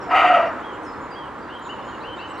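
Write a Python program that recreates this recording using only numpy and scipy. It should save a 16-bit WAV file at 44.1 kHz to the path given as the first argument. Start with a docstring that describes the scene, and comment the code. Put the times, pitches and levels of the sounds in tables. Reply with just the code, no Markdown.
"""Woodland: a small deer barks once, trees scatter the bark, and far birds whistle and buzz.
The bark is a source and filter: chaotic fold pulses and breath noise ring a throat that slowly lengthens.
Bird notes are gliding sines, some shaken in pitch; dry ticks are short bursts of treble noise.
Behind them lies a steady distant roar, maybe traffic or a stream, with faint microphone hiss in the treble:
both are one shaped noise, alike in the two channels at low pitch and unlike in the treble."""
import sys
import numpy as np
from scipy import signal
from scipy.fft import rfft, irfft, next_fast_len
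from scipy.io import wavfile
from scipy.ndimage import uniform_filter1d, map_coordinates

SR = 44100
rng = np.random.default_rng(int(sys.argv[2]) if len(sys.argv) > 2 else 0)


def persist_wave(psi):
    """Save psi, clipped to +-1, as 16-bit WAV."""
    counts = np.round(np.clip(psi, -1, 1) * 32767).astype(np.int16)
    wavfile.write(sys.argv[1], SR, np.atleast_2d(counts).T)


N = 105840

SINK_START_S, SINK_END_S = 0.16, 0.51  # the throat lengthens between these times
FOLD_HZ, JITTER_CYCLES, PULSE_SCATTER_DB = 330, .4, 2.2  # mean pulse rate, spread of timing and of size
BREATH_SHARE = .5  # noise share of the source power
FIRM_SHARE = .65  # power share of a resonance heard as a tone at first; none once the throat has sunk
FIRM_SHAKE_HZ, FIRM_SHAKE_DB = 20, 2  # unsteadiness of those tones
RASP_DB = -21  # under the upper resonances
STEADY, STEADY_S = 0.62, 0.012  # how far the ringing is evened out (0 to 1), and over what time
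BARK_ECHO_DB, BIRD_ECHO_DB = -12, -6
ECHO_CROSSFEED = 0.47  # amplitude of the other channel's echo added to each
BUZZ_HZ, SWELL, EDGE = 110, .27, .18  # rate of the buzz; shares of a note spent fading in and out
RISE_BEND, FALL_BEND = 1.7, 1.5  # powers that round a glide into and out of its turn
OFF_TURN_DB = 16  # a note is quieter away from its turn pitch, dB per octave
TICK_T60_S, TICK_HZ = .006, 6500  # decay time, high-pass corner
TOP_HZ = 14300  # band limit of the whole sound


def bark():
    """Source-filter voice: uneven fold pulses and breath noise excite the resonances of the throat."""
    # levels of the throat resonances and of the broad sound between them
    # columns: time_s, first_db, second_db, upper_db, broad_db
    levels = [(0.075, -35, -45, -54.5, -48.5), (0.091, -33, -45.5, -54, -39.5),
              (0.095, -25, -38, -57, -31.5), (0.101, -26.5, -35.5, -40, -36.5),
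              (0.115, -26.5, -27.5, -29, -21), (0.137, -21, -16.5, -29, -26),
              (0.157, -19.5, -17.5, -21, -23), (0.203, -15.5, -16.5, -21, -28.5),
              (0.227, -29, -18.5, -25.5, -22.5), (0.255, -12, -20.5, -23, -20),
              (0.283, -22, -28.5, -23.5, -31.5), (0.301, -15, -15, -27, -26.5),
              (0.329, -16.5, -27.5, -30, -22.5), (0.347, -18.5, -14.5, -25, -37.5),
              (0.373, -13.5, -21, -28, -30.5), (0.401, -22, -21, -34, -22.5), (0.445, -22, -33, -36, -26),
              (0.478, -26.5, -39.5, -37.5, -29), (0.495, -33.5, -31, -48, -30.5),
              (0.535, -40, -41, -65, -38), (0.56, -38.5, -37, -52, -40)]
    # resonances, with levels relative within each table
    # columns: start_hz, end_hz, width_hz, level_db
    first_modes = [(746.7, 680.5, 53, 12.5), (640, 570, 150, -3)]
    second_modes = [(1289, 1280, 94, 5.5), (1133, 1200, 30, 2), (1412, 1400, 57, -7)]  # same columns
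    upper_modes = [(1910, 1895, 120, 0), (2100, 2080, 150, -3), (2350, 2350, 150, -8),
                   (2520, 2590, 180, -6), (2780, 2770, 140, -6), (2930, 2900, 110, -7),
                   (3150, 3100, 220, -19)]  # same columns
    # firm tones within the first and second resonances; columns: time_s, first_hz, second_hz
    firm_pitches = [(.1, 700, 1290), (.14, 748, 1280), (.2, 765, 1305), (.26, 730, 1245), (.3, 725, 1335),
                    (.355, 705, 1260), (.47, 668, 1330)]
    # low voiced tone beneath the bark, gliding down from about 300 to 250 Hz
    # columns: time_s, pitch_hz, level_db
    low_tone = [(.1, 296, -40.5), (.22, 314.8, -41.5), (.35, 284.4, -40.5), (.47, 250.3, -47.5)]
    # relative spectrum of the broad sound; columns: frequency_hz, level_db
    broad_spectrum = [(150, -26.5), (290, -3), (420, -3), (600, -0.5), (930, 13), (1150, 6.5), (1600, 5),
                      (2600, -10), (3300, -43), (4500, -24.5), (8000, -88)]
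    # relative spectrum of the rasp; columns: frequency_hz, level_db (per Hz)
    rasp_spectrum = [(2800, -37.5), (3300, 4.5), (3800, 3), (4200, -15), (4570, 1.5), (5000, -13),
                     (6000, -12), (7000, -11), (8000, -18.5), (9000, -26.5), (10500, -18.5), (12000, -33.5),
                     (13000, -26), (14200, -38)]

    count = int(N / SR * FOLD_HZ)
    at = (np.arange(count) + JITTER_CYCLES * rng.standard_normal(count)) * SR / FOLD_HZ
    sizes = amp(PULSE_SCATTER_DB * rng.standard_normal(count))
    pulses = np.bincount(np.clip(at, 0, N - 1).astype(int), sizes, N)
    folds = unit(pulses - pulses.mean())
    breath = rng.standard_normal(N)
    source = np.sqrt(1 - BREATH_SHARE) * folds + np.sqrt(BREATH_SHARE) * breath

    broad = unit(filtered(source, lambda f: amp(along(broad_spectrum, f))))
    rough = rng.standard_normal(N) + 0.67 * source
    rasp = amp(RASP_DB) * unit(filtered(rough, lambda f: amp(along(rasp_spectrum, f))))
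    upper = throat(source, upper_modes) + rasp
    pitch_hz, low_db = curves(low_tone)
    low = amp(low_db) * tone(pitch_hz, shake_hz=6, shake_db=1.0)

    t = np.arange(N) / SR
    tonal = FIRM_SHARE * np.interp(t, [SINK_START_S, SINK_END_S], [1, 0])
    first, second = [np.sqrt(tonal) * tone(hz, FIRM_SHAKE_HZ, FIRM_SHAKE_DB)
                     + np.sqrt(1 - tonal) * throat(source, modes)
                     for hz, modes in zip(curves(firm_pitches), (first_modes, second_modes))]

    first_gain, second_gain, upper_gain, broad_gain = amp(curves(levels))
    begin, end = levels[0][0], levels[-1][0]
    on = np.interp(t, [begin - .02, begin, end, end + 0.095], [0, 1, 1, 0])
    voice = low + first_gain * first + second_gain * second
    return on * (voice + broad_gain * broad + upper_gain * upper)


def throat(source, modes, count=5):
    """Resonance of a lengthening tube: band-pass modes slide in pitch, their ringing partly evened out."""
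    def ring(u):
        """Sum of resonators, alternating in sign, at share u of the slide."""
        def response(f):
            total = 0
            for k, (start_hz, end_hz, width_hz, db) in enumerate(sorted(modes)):
                centre_hz = start_hz + (end_hz - start_hz) * u
                resonator = 1j * f * width_hz / (centre_hz ** 2 - f * f + 1j * f * width_hz)
                total = total + (-1) ** k * amp(db) * resonator ** 2
            return total
        return filtered(source, response)

    # crossfade between fixed positions of the throat
    sink = np.interp(np.arange(N) / SR, [SINK_START_S, SINK_END_S], [0, count - 1])
    x = unit(sum(np.sqrt(np.clip(1 - abs(sink - k), 0, 1)) * ring(k / (count - 1)) for k in range(count)))
    power = abs(uniform_filter1d(x * x, int(STEADY_S * SR))) + 0.033
    return unit(x / power ** (STEADY / 2))


def tone(hz, shake_hz, shake_db):
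    """Frequency and amplitude modulation: a sine of rms 1 that wanders at random in pitch and level."""
    phase = 2 * np.pi * np.cumsum(hz + shake_hz * wobble(120.25)) / SR
    return unit(amp(shake_db * wobble(90)) * np.sin(phase))


def trees(x):
    """Multiple scattering: a diffuse echo, unlike in the two channels, that decays by frequency."""
    # decay of the scattered sound; columns: frequency_hz, t60_s
    decay = [(500, 0.22), (2000, 0.35), (5000, 0.5), (7000, 0.54), (10000, 0.12)]
    hz, t, z = signal.stft(rng.standard_normal((2, SR)), SR, nperseg=256)
    tail = signal.istft(z * amp(-60 * t / along(decay, hz)[:, None]), SR, nperseg=256)[1]
    tail = tail + ECHO_CROSSFEED * tail[::-1]
    delayed = np.pad(x, (400, 0))  # samples before the first echo
    return signal.fftconvolve(delayed[None], tail / np.linalg.norm(tail[0]), axes=1)[:, :N]


def birds():
    """Frequency modulation: each note is a sine that glides to a turn and on; buzzy notes shake in pitch."""
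    # bird notes; turn_share is the place of the turn as a share of the length, pan_db left over right
    # columns: start_s, length_s, start_hz, turn_hz, end_hz, turn_share, level_db, buzz_depth_hz, pan_db
    notes = [(0.01, 0.027, 6000, 5640, 4770, 0.27, -55, 1, 4),
             (0.028, 0.023, 7800, 7100, 6430, 0.63, -62, 1, -8),
             (0.085, .03, 6020, 5040, 4600, .5, -56.5, 0.74, 4),
             (0.46, 0.022, 5950, 5600, 5200, 0.35, -58, 1, 9),
             (0.599, .175, 2450, 3286, 2760, 0.33, -49.5, 1, 0.5),
             (0.741, .05, 3265, 3230, 3280, 0.55, -59, 1, 0),
             (0.6, 0.0194, 7700, 7230, 6700, 0.56, -66, 0.9, 5),
             (0.713, 0.059, 7100, 7140, 7260, 0.48, -68.5, 100, -4),
             (0.827, 0.049, 8700, 8800, 8550, 0.41, -69, 180, 14),
             (0.826, 0.1, 7000, 5130, 5060, 0.5, -57, 1, 6),
             (0.844, 0.037, 6900, 6720, 7170, 0.55, -65, 110, 3),
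             (0.931, 0.015, 4370, 4270, 4060, .5, -58, 1, 5),
             (1.005, 0.06, 6900, 7100, 6850, 0.4, -63, 130, 2),
             (1.102, .06, 5070, 4790, 4520, 0.39, -56.5, 0.75, 7),
             (1.118, 0.165, 2450, 3284, 2750, 0.36, -48.5, 1, -2),
             (1.479, 0.115, 2480, 3160, 3060, 0.7, -46.5, 110, 3.5),
             (1.613, 0.078, 7350, 7030, 6500, 0.58, -55.5, 180, 5),
             (1.396, 0.078, 4700, 4730, 4600, 0.41, -65.5, 60, 4),
             (1.886, 0.023, 4050, 4160, 4160, .5, -60, 1, 0),
             (2.376, 0.014, 7960, 8550, 8200, 0.71, -63, 1, 6),
             (1.636, .042, 5000, 3800, 3100, 0.45, -53, 200, 0),
             (1.705, 0.037, 2720, 2720, 2620, 0.59, -49, 55, 8),
             (1.685, 0.056, 2600, 3000, 2960, .55, -39, 26, 3),
             (1.751, 0.119, 2860, 2890, 2830, 0.37, -51, 170, 0),
             (1.81, 0.023, 3480, 3480, 3470, .5, -58, 1, 0),
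             (1.87, 0.04, 3060, 3156, 3050, 0.44, -56, 60, 2),
             (1.839, 0.064, 7420, 6920, 6950, 0.32, -62.5, 130, -1),
             (1.91, 0.056, 7200, 6980, 6600, 0.66, -68.5, 130, -2),
             (1.915, 0.05, 3030, 2904, 2720, 0.59, -49.5, 0.91, 1),
             (0.38, 0.024, 5930, 5750, 5000, 0.3, -60, 1, 5),
             (1.995, .045, 3200, 3950, 5000, 0.4, -53, 120, 0),
             (2.165, .057, 3200, 3800, 5050, .4, -52, 120, 2),
             (2.257, .03, 5900, 6450, 6550, .6, -67, 1, 4),
             (2.022, .143, 2300, 3060, 3060, 0.45, -42, 70, 4),
             (2.153, .05, 6700, 7400, 7400, 0.45, -68, 1.3, 5),
             (2.184, 0.0497, 2600, 2677, 2950, .3, -43.5, 60, 7),
             (2.222, 0.046, 2950, 2995, 2950, 0.6, -40, 40, 0),
             (0.52, 0.025, 6800, 7330, 7630, 0.6, -67, 40, 0),
             (2.275, 0.054, 7400, 7700, 7770, 0.47, -63.5, 1.2, -10),
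             (2.28, 0.098, 2860, 2890, 2880, 0.42, -48.5, 180, 0),
             (2.33, 0.047, 5750, 5600, 5430, 0.35, -64, 1, -2),
             (2.364, 0.036, 3530, 4050, 4900, .4, -55, 60, 7)]
    out = np.zeros((2, N + SR))
    for s, length, start_hz, turn_hz, end_hz, turn, db, buzz_hz, pan_db in notes + twitter():
        u = np.linspace(0, 1, int(length * SR))
        turn = np.clip(turn, .1, .9)
        rise = turn_hz + (start_hz - turn_hz) * abs(1 - u / turn) ** RISE_BEND
        fall = turn_hz + (end_hz - turn_hz) * abs((u - turn) / (1 - turn)) ** FALL_BEND
        hz = np.where(u < turn, rise, fall)
        hz = hz + buzz_hz * np.sin(2 * np.pi * BUZZ_HZ * u * length) + 25 * wobble(250)[:len(u)]
        fade = np.sin(np.pi / 2 * np.clip(np.minimum(u / SWELL, (1 - u) / EDGE), 0, 1))
        level = np.sqrt(2) * amp(db - OFF_TURN_DB * abs(np.log2(hz / turn_hz)))
        note = level * fade * np.sin(2 * np.pi * np.cumsum(hz) / SR)
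        out[:, round(s * SR):][:, :len(u)] += note * amp([[pan_db / 2], [-pan_db / 2]])
    out = out[:, :N] * amp(2.2 * wobble(70))  # the level flickers
    return out + amp(BIRD_ECHO_DB) * trees(out.mean(axis=0))


def twitter():
    """Random point process: rows of short faint sweeps of farther birds, in the columns of the notes."""
    # groups of sweeps; columns: rate_per_s, level_db, mean_hz, from_s
    groups = [(70, -66, 4100, 1.42), (22, -72, 7100, .4)]
    rows = []
    for per_s, db, mean_hz, from_s in groups:
        u, g = rng.random((90, 2)), rng.standard_normal((90, 4))
        starts = from_s + (np.arange(len(u)) + u[:, 0]) / per_s
        centres = mean_hz * np.exp(.12 * g[:, 0])
        for s, a, hz, (sweep, loud, pan) in zip(starts, u[:, 1], centres, g[:, 1:]):
            if s < N / SR:
                rows.append((s, 0.0095 + 0.0144 * a, hz * (1 - 0.066 * sweep), hz, hz * (1 + 0.051 * sweep),
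                             .5, db + 2 * loud, 60, 2 * pan))
    return rows


def ticks():
    """Impulsive sound: noise bursts with exponential decay, high-passed to small dry clicks."""
    # ticks, with the noise level at their start, ahead of the high-pass; columns: start_s, level_db
    clicks = [(1.5944, -42), (2.38, -51.5)]
    out, t = np.zeros(N + SR), np.arange(SR // 20) / SR
    for s, db in clicks:
        out[round(s * SR):][:len(t)] += amp(db - 60 * t / TICK_T60_S) * rng.standard_normal(len(t))
    return filtered(out[:N], lambda f: (1j * f / (TICK_HZ + 1j * f)) ** 4)


def roar_and_hiss():
    """Partial coherence: a distant roar alike in both channels, and incoherent microphone hiss in the treble."""
    # relative spectrum of roar and hiss; columns: frequency_hz, level_db (per Hz)
    spectrum = [(15, -54), (35, -19), (70, -12.5), (178, -12.5), (308, -4.5), (400, -8.5), (470, -6),
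                (680, -12), (950, -4.5), (1200, -7.5), (1400, -10.5), (1950, -18), (2400, -26), (3200, -32),
                (4000, -36.5), (5000, -41.5), (6300, -44), (8000, -47), (10000, -54), (13000, -56.5),
                (14300, -64)]
    # overall level; columns: time_s, level_db
    loudness = [(0.6, -32), (1.576, -34.5), (1.952, -32.5), (2.294, -34), (2.4, -33)]
    # correlation of left and right, near nothing in the hiss; columns: frequency_hz, likeness
    likeness = [(30, .92), (100, .85), (500, .88), (1000, .94), (1700, .92), (3400, .7), (5000, .3),
                (7000, .05), (14000, -.1)]
    # phase by which the left leads; columns: frequency_hz, lead_rad
    phase_leads = [(60, -0.35), (170, -0.41), (1000, -.5), (1700, -0.35), (3400, -0.53), (5000, .05)]
    # left over right; columns: frequency_hz, pan_db
    balance = [(170, 0.5), (500, -0.3), (1000, -1.5), (1700, -1.6), (3000, -0.5), (6000, .05)]

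    # faint patches in time and frequency
    z = signal.stft(rng.standard_normal((2, N)), nperseg=512)[2]
    field = uniform_filter1d(uniform_filter1d(rng.standard_normal(z.shape[1:]), 6, 0), 14, 1)
    pair = signal.istft(z * amp(0.74 * unit(field)), nperseg=512)[1][:, :N]

    def mid_side(hz):
        """Spectra of the common and opposed parts that give the wanted correlation."""
        angle = np.arccos(np.clip(along(likeness, hz), -1, 1)) / 2
        return amp(along(spectrum, hz)) * np.array([np.cos(angle), np.sin(angle)])

    half = np.array([[.5], [-.5]])
    mid, side = filtered(pair, mid_side)
    wide = filtered(np.array([mid + side, mid - side]),
                    lambda hz: np.exp(1j * half * along(phase_leads, hz)) * amp(half * along(balance, hz)))
    return amp(curves(loudness)[0]) * unit(wide)


def placed(x, table):
    """Interchannel cues: a pair set apart in phase and level by (frequency_hz, lead_rad, pan_db) rows."""
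    hz, lead, db = np.transpose(table)
    half = np.array([[.5], [-.5]])
    return filtered(x, lambda f: np.exp(1j * half * along(np.c_[hz, lead], f))
                    * amp(half * along(np.c_[hz, db], f)))


def amp(db):
    """Decibel law: amplitude ratio of a level."""
    return 10 ** (np.asarray(db) / 20)


def unit(x):
    """Normalisation to an rms of 1."""
    return x / np.sqrt(np.mean(x ** 2) + 1e-20)


def along(points, hz):
    """Linear interpolation of (frequency_hz, value) points on a log frequency axis."""
    f, v = np.transpose(points)
    return np.interp(np.log(hz + 1), np.log(f + 1), v)


def curves(rows):
    """Linear interpolation in time: one value per sample for each column after the time."""
    s, *cols = np.transpose(rows)
    return [np.interp(np.arange(N) / SR, s, c) for c in cols]


def wobble(rate):
    """Slow random modulation: a smooth curve through rate random knots a second."""
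    return map_coordinates(rng.standard_normal(int(N * rate / SR) + 4), [np.arange(N) * rate / SR])


def filtered(x, response):
    """Linear filtering: the spectrum of x times a complex response of frequency."""
    m = next_fast_len(N + SR // 2)
    return irfft(rfft(x, m) * response(np.fft.rfftfreq(m, 1 / SR)), m)[..., :N]


def scene():
    """Superposition: the placed bark, its echo from the trees, birds, ticks, roar and hiss add up."""
    # direct bark, left relative to right; columns: frequency_hz, lead_rad, pan_db
    bark_side = [(500, -0.33, -1.4), (1113, 0.43, 1.2), (1700, -.1, 1.9), (2600, 0.22, 0), (4500, 0.066, 3),
                 (5500, .5, 1.5), (7000, -.2, -1.5), (8600, -.4, 0.5), (10000, .02, -1)]
    deer = bark()
    echo = amp(BARK_ECHO_DB) * trees(deer)
    return placed(deer, bark_side) + echo + birds() + ticks() + roar_and_hiss()


def record(dry):
    """Band limiting: an ideal low-pass keeps only what lies below TOP_HZ."""
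    return filtered(dry, lambda hz: hz < TOP_HZ)


dry = scene()
out = record(dry)
persist_wave(out)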